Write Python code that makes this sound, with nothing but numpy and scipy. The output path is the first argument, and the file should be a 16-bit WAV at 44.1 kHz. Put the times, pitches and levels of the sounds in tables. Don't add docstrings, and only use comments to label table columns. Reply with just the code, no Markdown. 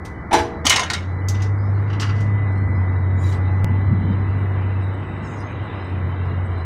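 import sys
import numpy as np
from scipy import signal
from scipy.fft import rfft, irfft
from scipy.io import wavfile
from scipy.ndimage import uniform_filter1d

SR = 44100
rng = np.random.default_rng(int(sys.argv[2]) if len(sys.argv) > 2 else 0)


def volts_from_db(level):
    exponent = np.asarray(level, float) / 20
    return 10 ** exponent


def digitize_waveform(pressure):
    field = np.atleast_2d(pressure).T
    bounded = np.clip(field, -1, 1)
    quanta = np.round(bounded * 32767).astype(np.int16)
    wavfile.write(sys.argv[1], SR, quanta)


N = 293264
TIME = np.arange(N) / SR
HZ = np.maximum(np.fft.rfftfreq(N, 1 / SR), 1)


def rms_one(x):
    return x / np.sqrt(np.mean(x ** 2) + 1e-20)


def in_time(rows):
    s, *columns = np.transpose(rows)
    return [np.interp(TIME, s, column) for column in columns]


def shape(points, hz=HZ):
    f, level_db = np.transpose(points)
    return volts_from_db(np.interp(np.log(hz), np.log(f), level_db, left=-120, right=-120))


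def noise(gain):
    return rms_one(irfft(rfft(rng.standard_normal(N)) * gain, N))


def drift(rate_hz):
    return noise(1 / (1 + (HZ / rate_hz) ** 2))


def dying(clicks, t60):
    return signal.lfilter([1], [1, -volts_from_db(-60 / (t60 * SR))], clicks + 1e-18)


def streaky(x, depth_db, hold_s, width_hz, above=np.full(N, -9.)):
    f, t, cells = signal.stft(x, SR, nperseg=1024)
    chance = rng.standard_normal(cells.shape)
    for _ in range(2):
        chance = uniform_filter1d(chance, max(1, round(hold_s / t[1])), axis=1)
        chance = uniform_filter1d(chance, max(1, round(width_hz / f[1])), axis=0)
    chance = rms_one(chance)
    is_open = np.clip(chance - np.interp(t, TIME, above), 0, 1)
    return signal.istft(cells * volts_from_db(depth_db * chance) * is_open, SR, nperseg=1024)[1][:N]


# (frequency [Hz], density [dB per Hz])
RUMBLE_SPECTRUM = [(20, -29.5), (40, -14), (60, -7), (80, 1.5), (125, -2.5), (200, -5.5), (300, -10),
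                   (420, -30.5)]
TRAFFIC_SPECTRUM = [(200, -13.5), (330, 2), (415, -2), (450, 0.5), (520, -5.5), (1040, -4.5), (1500, -9),
                    (2100, -12), (2350, -20), (2600, -66)]
TREBLE_SPECTRUM = [(2100, -30.5), (2300, -1), (3120, -4), (3400, -18), (3700, -7), (4050, -9),
                   (4250, -34.5), (4700, -35), (5500, -43.5)]
LEAK_SPECTRUM = [(2500, -3), (4000, -5.5), (5200, -3), (5800, -18), (7300, -20), (8100, -1), (9000, -13.5),
                 (10000, -31.5), (13000, -15), (13500, -41)]
HISS_SPECTRUM = [(2300, -18), (2600, -9.5), (4500, -1.5), (7000, -11.5), (13000, -18), (16000, -21.5)]
# (time [s], level [dB])
OPENING = [(0, -87), (.2, -85), (1.1, -72), (1.5, -66), (1.9, -58.5), (2.57, -60.5), (3.15, -62),
           (3.5, -58.5), (4.5, -55.5), (5.0, -56.5), (5.75, -50.5), (6.2, -55), (6.65, -55.5)]
# (time [s], half length [s], level [dB])
GUSTS = [
    (2.1, .4, 2.5),
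    (2.72, 0.2, 5.5),
    (3.15, 0.16, 3),
    (3.96, 0.38, 8),
]


def city():
    treble_db, = in_time(OPENING)
    shutting_db = np.minimum(treble_db + 62, 0)
    gusts_db = sum(db * np.exp(-((TIME - s) / half) ** 2) for s, half, db in GUSTS)

    rumble_db = -31 + 0.076 * shutting_db + gusts_db + 0.58 * drift(1.8)
    traffic_db = -34 + 0.13 * shutting_db + 0.47 * drift(3.9)
    rumble = volts_from_db(rumble_db) * noise(shape(RUMBLE_SPECTRUM))
    traffic = volts_from_db(traffic_db) * noise(shape(TRAFFIC_SPECTRUM))

    shut = (-61 - treble_db) / 5
    treble = streaky(noise(shape(TREBLE_SPECTRUM)), depth_db=3.5, hold_s=.06, width_hz=90, above=shut)
    treble *= volts_from_db(treble_db + 3.0)
    leaks = streaky(noise(shape(LEAK_SPECTRUM)), depth_db=1.5, hold_s=.045, width_hz=80,
                    above=np.full(N, 1.3))
    leaks *= volts_from_db(-61 + .5 * (treble_db + 58))
    hiss = volts_from_db(-73) * noise(shape(HISS_SPECTRUM))
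    return rumble + traffic + treble + leaks + hiss


# (time [s], length [s], frequency [Hz], level [dB])
STREAKS = [(.13, .1, 3000, -62), (.47, .14, 3950, -64), (1.06, .15, 4000, -61), (1.22, .05, 2950, -59),
           (2.52, .1, 8080, -71), (2.55, .1, 4180, -62), (2.52, .08, 5400, -69), (2.74, .1, 5000, -68),
           (2.87, .4, 3850, -62), (3.4, .2, 4000, -62), (3.5, .12, 6000, -71), (3.68, .7, 4000, -62),
           (3.7, .2, 13000, -76), (4.38, .15, 12400, -77), (4.97, .5, 7830, -74), (5.25, .33, 6410, -63),
           (5.25, .2, 5150, -68), (5.75, .15, 5150, -68), (6.0, .12, 13100, -76)]


def streaks():
    out = np.zeros(N)
    far_motor = (3.35, .48, 820, -40.5, 120)
    for s, length, hz, level_db, climb in [(*row, 0) for row in STREAKS] + [far_motor]:
        age = np.arange(round(length * SR)) / SR
        at = round(s * SR)
        swell = np.sin(np.pi * age / length) ** 0.3
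        tone = np.sin(2 * np.pi * (hz + climb * age / 2) * age)
        out[at:at + len(age)] += volts_from_db(level_db) * swell * tone
    return out * volts_from_db(5.0 * drift(45))


# (time [s], level [dB])
WHINE = [(0, -45.5), (.5, -49), (1.0, -48.5), (1.43, -41), (1.68, -53.5), (1.93, -41.5), (2.67, -39),
         (4.08, -44.5), (5.0, -48), (6.65, -49)]


def whine():
    level_db, = in_time(WHINE)
    return np.sqrt(2) * volts_from_db(level_db + 1.2 * drift(1.4)) * np.sin(2 * np.pi * 2000 * TIME)


# (time [s], pitch [Hz], level [dB])
HUM = [(0, 65.2, -39.5), (0.5, 76.45, -37), (0.62, 78.65, -29.5), (0.87, 83.85, -35), (1.02, 92, -25),
       (1.37, 97.5, -17.5), (2.0, 100.7, -18.5), (2.3, 102.2, -16), (2.45, 100.8, -17.5), (2.8, 92.45, -17),
       (3.5, 93.65, -17.5), (3.65, 95.9, -16), (4.85, 96.56, -20.5), (5.06, 97.44, -30.5),
       (5.6, 99.33, -34), (6.02, 90.46, -21.5), (6.46, 91.2, -21), (6.65, 87.2, -24.5)]
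# (multiple of the hum [ratio], level [dB])
ORDERS = [(2 / 3, -41), (4 / 3, -39), (3 / 2, -39), (2, -47)]


def hum():
    splice_s, skipped_s = 3.6451, .0023
    hz, level_db = in_time(HUM)
    phase = 2 * np.pi * np.cumsum(hz + .8 * drift(4.5)) / SR
    phase -= phase[round(splice_s * SR)] - 0.05
    phase += 2 * np.pi * hz * skipped_s * (TIME >= splice_s)

    orders = sum(volts_from_db(db + 3.0 * drift(1.0)) * np.cos(k * phase) for k, db in ORDERS)
    orders *= volts_from_db(.4 * np.minimum(level_db + 16, 0))
    flutter_db = .9 + .5 * np.clip(-27 - level_db, 0, 6)
    return np.sqrt(2) * (volts_from_db(level_db + flutter_db * drift(25)) * np.cos(phase) + orders)


# (time [s], peak
# level [dB], frequency [Hz])
THUMPS = [(0.658, -18, 268.5), (0.654, -18.5, 850), (0.672, -20, 803), (3.662, -19, 145.2),
          (3.869, -24, 129.7), (3.923, -10.5, 130), (3.932, -11.5, 210), (4.04, -20.5, 157),
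          (4.11, -16, 194), (5.54, -19, 98.2), (5.618, -18.5, 97.5)]


def thumps():
    out = np.zeros(N)
    for s, peak_db, hz in THUMPS:
        bump = np.exp(-((TIME - s) * hz / 1.7) ** 2)
        out += volts_from_db(peak_db) * bump * np.cos(2 * np.pi * hz * (TIME - s))
    return out


# (time [s], attack [s], hold [s], peak level [dB])
RUBS = [
    (1.552, .04, 0.57, -59),
    (3.171, 0.077, .1, -48.5),
    (5.205, 0.061, .15, -58),
    (5.846, .008, .003, -62.5),
]
# (frequency [Hz], density [dB per Hz])
RUB_SPECTRA = [
    [(1940, -47), (3300, -26), (3450, -15), (3950, 5), (5320, -5), (5510, -15), (7000, -30.5), (9100, -58),
     (15400, -120)],
    [(1410, -30), (2400, -4), (3050, -16.5), (3890, 2.5), (4390, -19.5), (6950, -10), (16000, -31)],
    [(4200, -27), (5000, 1), (5600, -1), (7000, -9.5), (8500, -11), (9500, -15.5)],
    [(7400, -16.5), (8000, -5), (9000, -1), (10000, -14)],
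]


def rub():
    out = np.zeros(N)
    for (s, attack, hold, peak_db), spectrum in zip(RUBS, RUB_SPECTRA):
        swell_db = 21 * np.clip(1 - (TIME - s) / attack, 0, None) ** 2
        release_db = 276.5 * np.clip(TIME - s - attack - hold, 0, None)
        level_db = peak_db - swell_db - release_db
        friction = streaky(noise(shape(spectrum)), depth_db=5.0, hold_s=.06, width_hz=110,
                           above=(-57 - level_db) / 7)
        out += volts_from_db(level_db) * friction
    return out


def blow_energy(age, octave, rise, contact_t60):
    t60 = max(contact_t60 + 4.4 * rise, .01) * 2 ** (-.3 * octave)
    attack = (1 - np.exp(-age / max(rise, 1e-4))) ** 2
    crack = volts_from_db(0.5 + 5.4 * octave - 120 * age / 0.077) * (rise < .0015)
    return attack * (volts_from_db(-120 * age / t60) + crack)


def blows(events, colour, contact_t60, ring_db, level_db, streak_db):
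    room_db, room_t60 = -17, 0.36
    spectrum, resonances = colour
    rings = np.zeros(len(HZ))
    for hz, width, db in resonances:
        rings += volts_from_db(db) / (1 + ((HZ - hz) / (width / 2)) ** 2) / shape(spectrum, hz).clip(1e-4)
    body = noise(shape(spectrum) * (1 + volts_from_db(ring_db) * rings))
    body = rfft(streaky(body, streak_db, hold_s=.03, width_hz=200))

    out, chatter = np.zeros(N), volts_from_db(2.3 * drift(202.5))
    for octave in np.arange(-3.5, 3):
        centre_hz = 3000 * 2 ** octave
        band = irfft(body * np.clip(1 - np.abs(np.log2(HZ / centre_hz)), 0, 1), N)
        contact, tail = np.zeros(N), np.zeros(N)
        for s, peak_db, tilt_db, rise in events:
            at = round(s * SR)
            age = TIME[:min(N - at, SR // 2)]
            lowest = -1 if tilt_db < 0 else -4
            energy = volts_from_db(peak_db + tilt_db * max(octave, lowest)) ** 2
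            contact[at:at + len(age)] += energy * blow_energy(age, octave, rise, contact_t60)
            tail[at] += energy
        tail = dying(tail, room_t60 / 2 * 2 ** (-.35 * octave))
        tail = dying(tail, 0.045) / (0.014 * SR / np.log(1000))
        out += band * np.sqrt(contact * chatter + volts_from_db(2 * room_db) * tail)
    return volts_from_db(level_db) * out


# (time [s], peak level [dB], brightness [dB per octave], rise [s])
SNAPS = [(1.872, -49, -9.5, 0.0056), (1.897, -34, -9.5, 0.0034), (1.929, -30.5, -8, 0.0032),
         (1.997, -20, -0.5, 0.0017), (2.008, -24.5, 4.5, 0.0025), (2.019, -16, -6.5, 0.0028),
         (2.089, -26, -10, 0.0044), (2.15, -31, -3.5, 0.045), (2.203, -38.5, 5, 0.0035),
         (3.263, -38, 2, .008), (3.321, -33, -1, 0.0028)]
# (frequency [Hz], width [Hz], level [dB])
SNAP_COLOUR = [(650, -33.5), (1100, -9.5), (1950, -8.5), (2410, -11), (2920, -2.5), (3490, -10.5),
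               (5710, -7), (16000, -41.5)], [(1375, 150, -2.5), (1880, 50, -4.5), (2820, 55, -0.5),
               (3620, 100, -16), (4660, 59, 6), (5730, 190, -7.5), (6300, 83, -19), (6980, 35, -23.5),
               (7450, 56, -25), (8300, 120, -26.5)]


def snaps():
    return blows(SNAPS, SNAP_COLOUR, contact_t60=0.1, ring_db=-7.5, level_db=-5, streak_db=0.8)


# (time [s], peak level [dB], brightness [dB per octave], rise [s])
TICKS = [
    (1.2845, -22.5, 3.5, .0005),
    (1.344, -24, -9.5, 0.0022),
    (1.396, -26, -12.5, 0.0047),
    (1.420, -25, -3.5, .001),
]
# (frequency [Hz], width [Hz], level [dB])
TICK_COLOUR = [(1350, -45.5), (2300, -5), (3030, -5), (3540, -7.5), (6090, 4.5), (9600, -16),
               (13700, -19.5), (16000, -30)], [(3660, 51, 5.5), (4940, 31, -3), (5500, 26, -8),
               (5730, 92, -14), (6400, 88, 0), (6640, 22, -7), (7480, 29, -12), (10600, 41, -19),
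               (13200, 51, -20.5)]


def ticks():
    return blows(TICKS, TICK_COLOUR, contact_t60=0.21, ring_db=-2.0, level_db=-10.5, streak_db=-2.0)


# (frequency [Hz], level [dB], t60 [s])
PANEL_MODES = [(293, -6, .3), (345, -1, .54), (371, -6, .3), (416, -7, .7), (470, -7, .8), (652, -3, .7),
               (826, -4, .35), (874, 8.5, .11), (931, -5, .15), (1012, -6, .3)]
# (time [s], peak level [dB])
PANEL_BLOWS = [
    (.307, -30),
    (.328, -15.5),
    (.349, -30),
]


def panel():
    out, clicks = np.zeros(N), np.full(N, 1e-18)
    for s, peak_db in PANEL_BLOWS:
        clicks[round(s * SR)] = volts_from_db(peak_db)
    for hz, level_db, t60 in PANEL_MODES:
        r, w = volts_from_db(-60 / (t60 * SR)), 2 * np.pi * hz / SR
        late_clicks = np.roll(clicks, round(3.0 * SR / hz))
        out += volts_from_db(level_db) * signal.lfilter([0, np.sin(w)], [1, -2 * r * np.cos(w), r * r], late_clicks)
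    return out


# (time [s], peak level [dB], brightness [dB per octave], rise [s])
CLATTER = [(.644, -14.5, -14.5, 0.013), (.6535, -13, 1, 0.00042), (.666, -0.5, -2, 0.00029),
           (.696, -2, 1.5, 0.00034), (.704, 0.5, -7.5, 0.0016), (.724, -1.5, -5, 0.0034),
           (.759, -4.5, -3.5, 0.00063), (.775, -6.5, -8.5, 0.0035), (.794, -7.5, -4.5, 0.00041),
           (.811, -15.5, -10, 0.0043), (.8325, -13.5, -7, 0.00057), (.90, -10.5, -5, 0.00061),
           (.933, -10, -3.5, 0.001), (.974, -32.5, -19.5, 0.0037)]
# (frequency [Hz], width [Hz], level [dB])
CLATTER_COLOUR = ([(200, -32.5), (450, -18.5), (750, -11.5), (1000, -15), (2400, -8), (4200, -6.5),
                  (6400, -8), (9000, -15.5), (16000, -39)], [(1023, 41, -4), (1390, 63, -4), (1863, 48, 0),
                  (2150, 150, -2), (2960, 54, 2), (3800, 51, 2), (4380, 57.6, -14), (5000, 41, -8.5),
                  (5530, 53, -5.5), (5700, 74, -7), (6520, 340, -3.5), (7420, 40, -9), (9500, 66, -18),
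                  (11220, 57, -20)])


def clatter():
    return blows(CLATTER, CLATTER_COLOUR, contact_t60=.11, ring_db=-4.0, level_db=-10.5, streak_db=2.85)


# (time [s], peak level [dB], brightness [dB per octave], rise [s])
LATCH = [
    (.048, -29, 5, 0.0053),
    (.309, -13.5, -5.5, 0.011),
    (.328, 0.5, 0.5, 0.0085),
    (.349, -12.5, -3.5, 0.002),
    (.380, -10.5, 0, 0.0064),
]
# (frequency [Hz], width [Hz], level [dB])
LATCH_COLOUR = [(150, -31.5), (220, -5), (530, -14.5), (850, 3.5), (1100, -9), (5900, -18), (12000, -33),
                (16000, -49.5)], [(1640, 67, -2.5), (2200, 200, -5.5), (2974, 29.4, -12), (4020, 34, 0.5),
                (4930, 170, -23), (5860, 70, -3), (9050, 75, -7)]


def latch():
    return blows(LATCH, LATCH_COLOUR, contact_t60=0.11, ring_db=-7.5, level_db=-7, streak_db=-1.5)


def scene():
    outside = city() + streaks() + whine() + hum() + thumps()
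    inside = rub() + snaps() + ticks() + panel() + clatter() + latch()
    return (outside + inside)[None]


def band_limit(x):
    return signal.sosfilt(signal.butter(12, 16460, fs=SR, output="sos"), x)


def record(dry):
    limited = 0.73 * np.tanh(dry / 0.79) - .0012
    top_cut = signal.cheby2(10, 60, 17200, fs=SR, output="sos")
    return band_limit(signal.sosfilt(top_cut, limited))


dry = scene()
out = record(dry)
digitize_waveform(out)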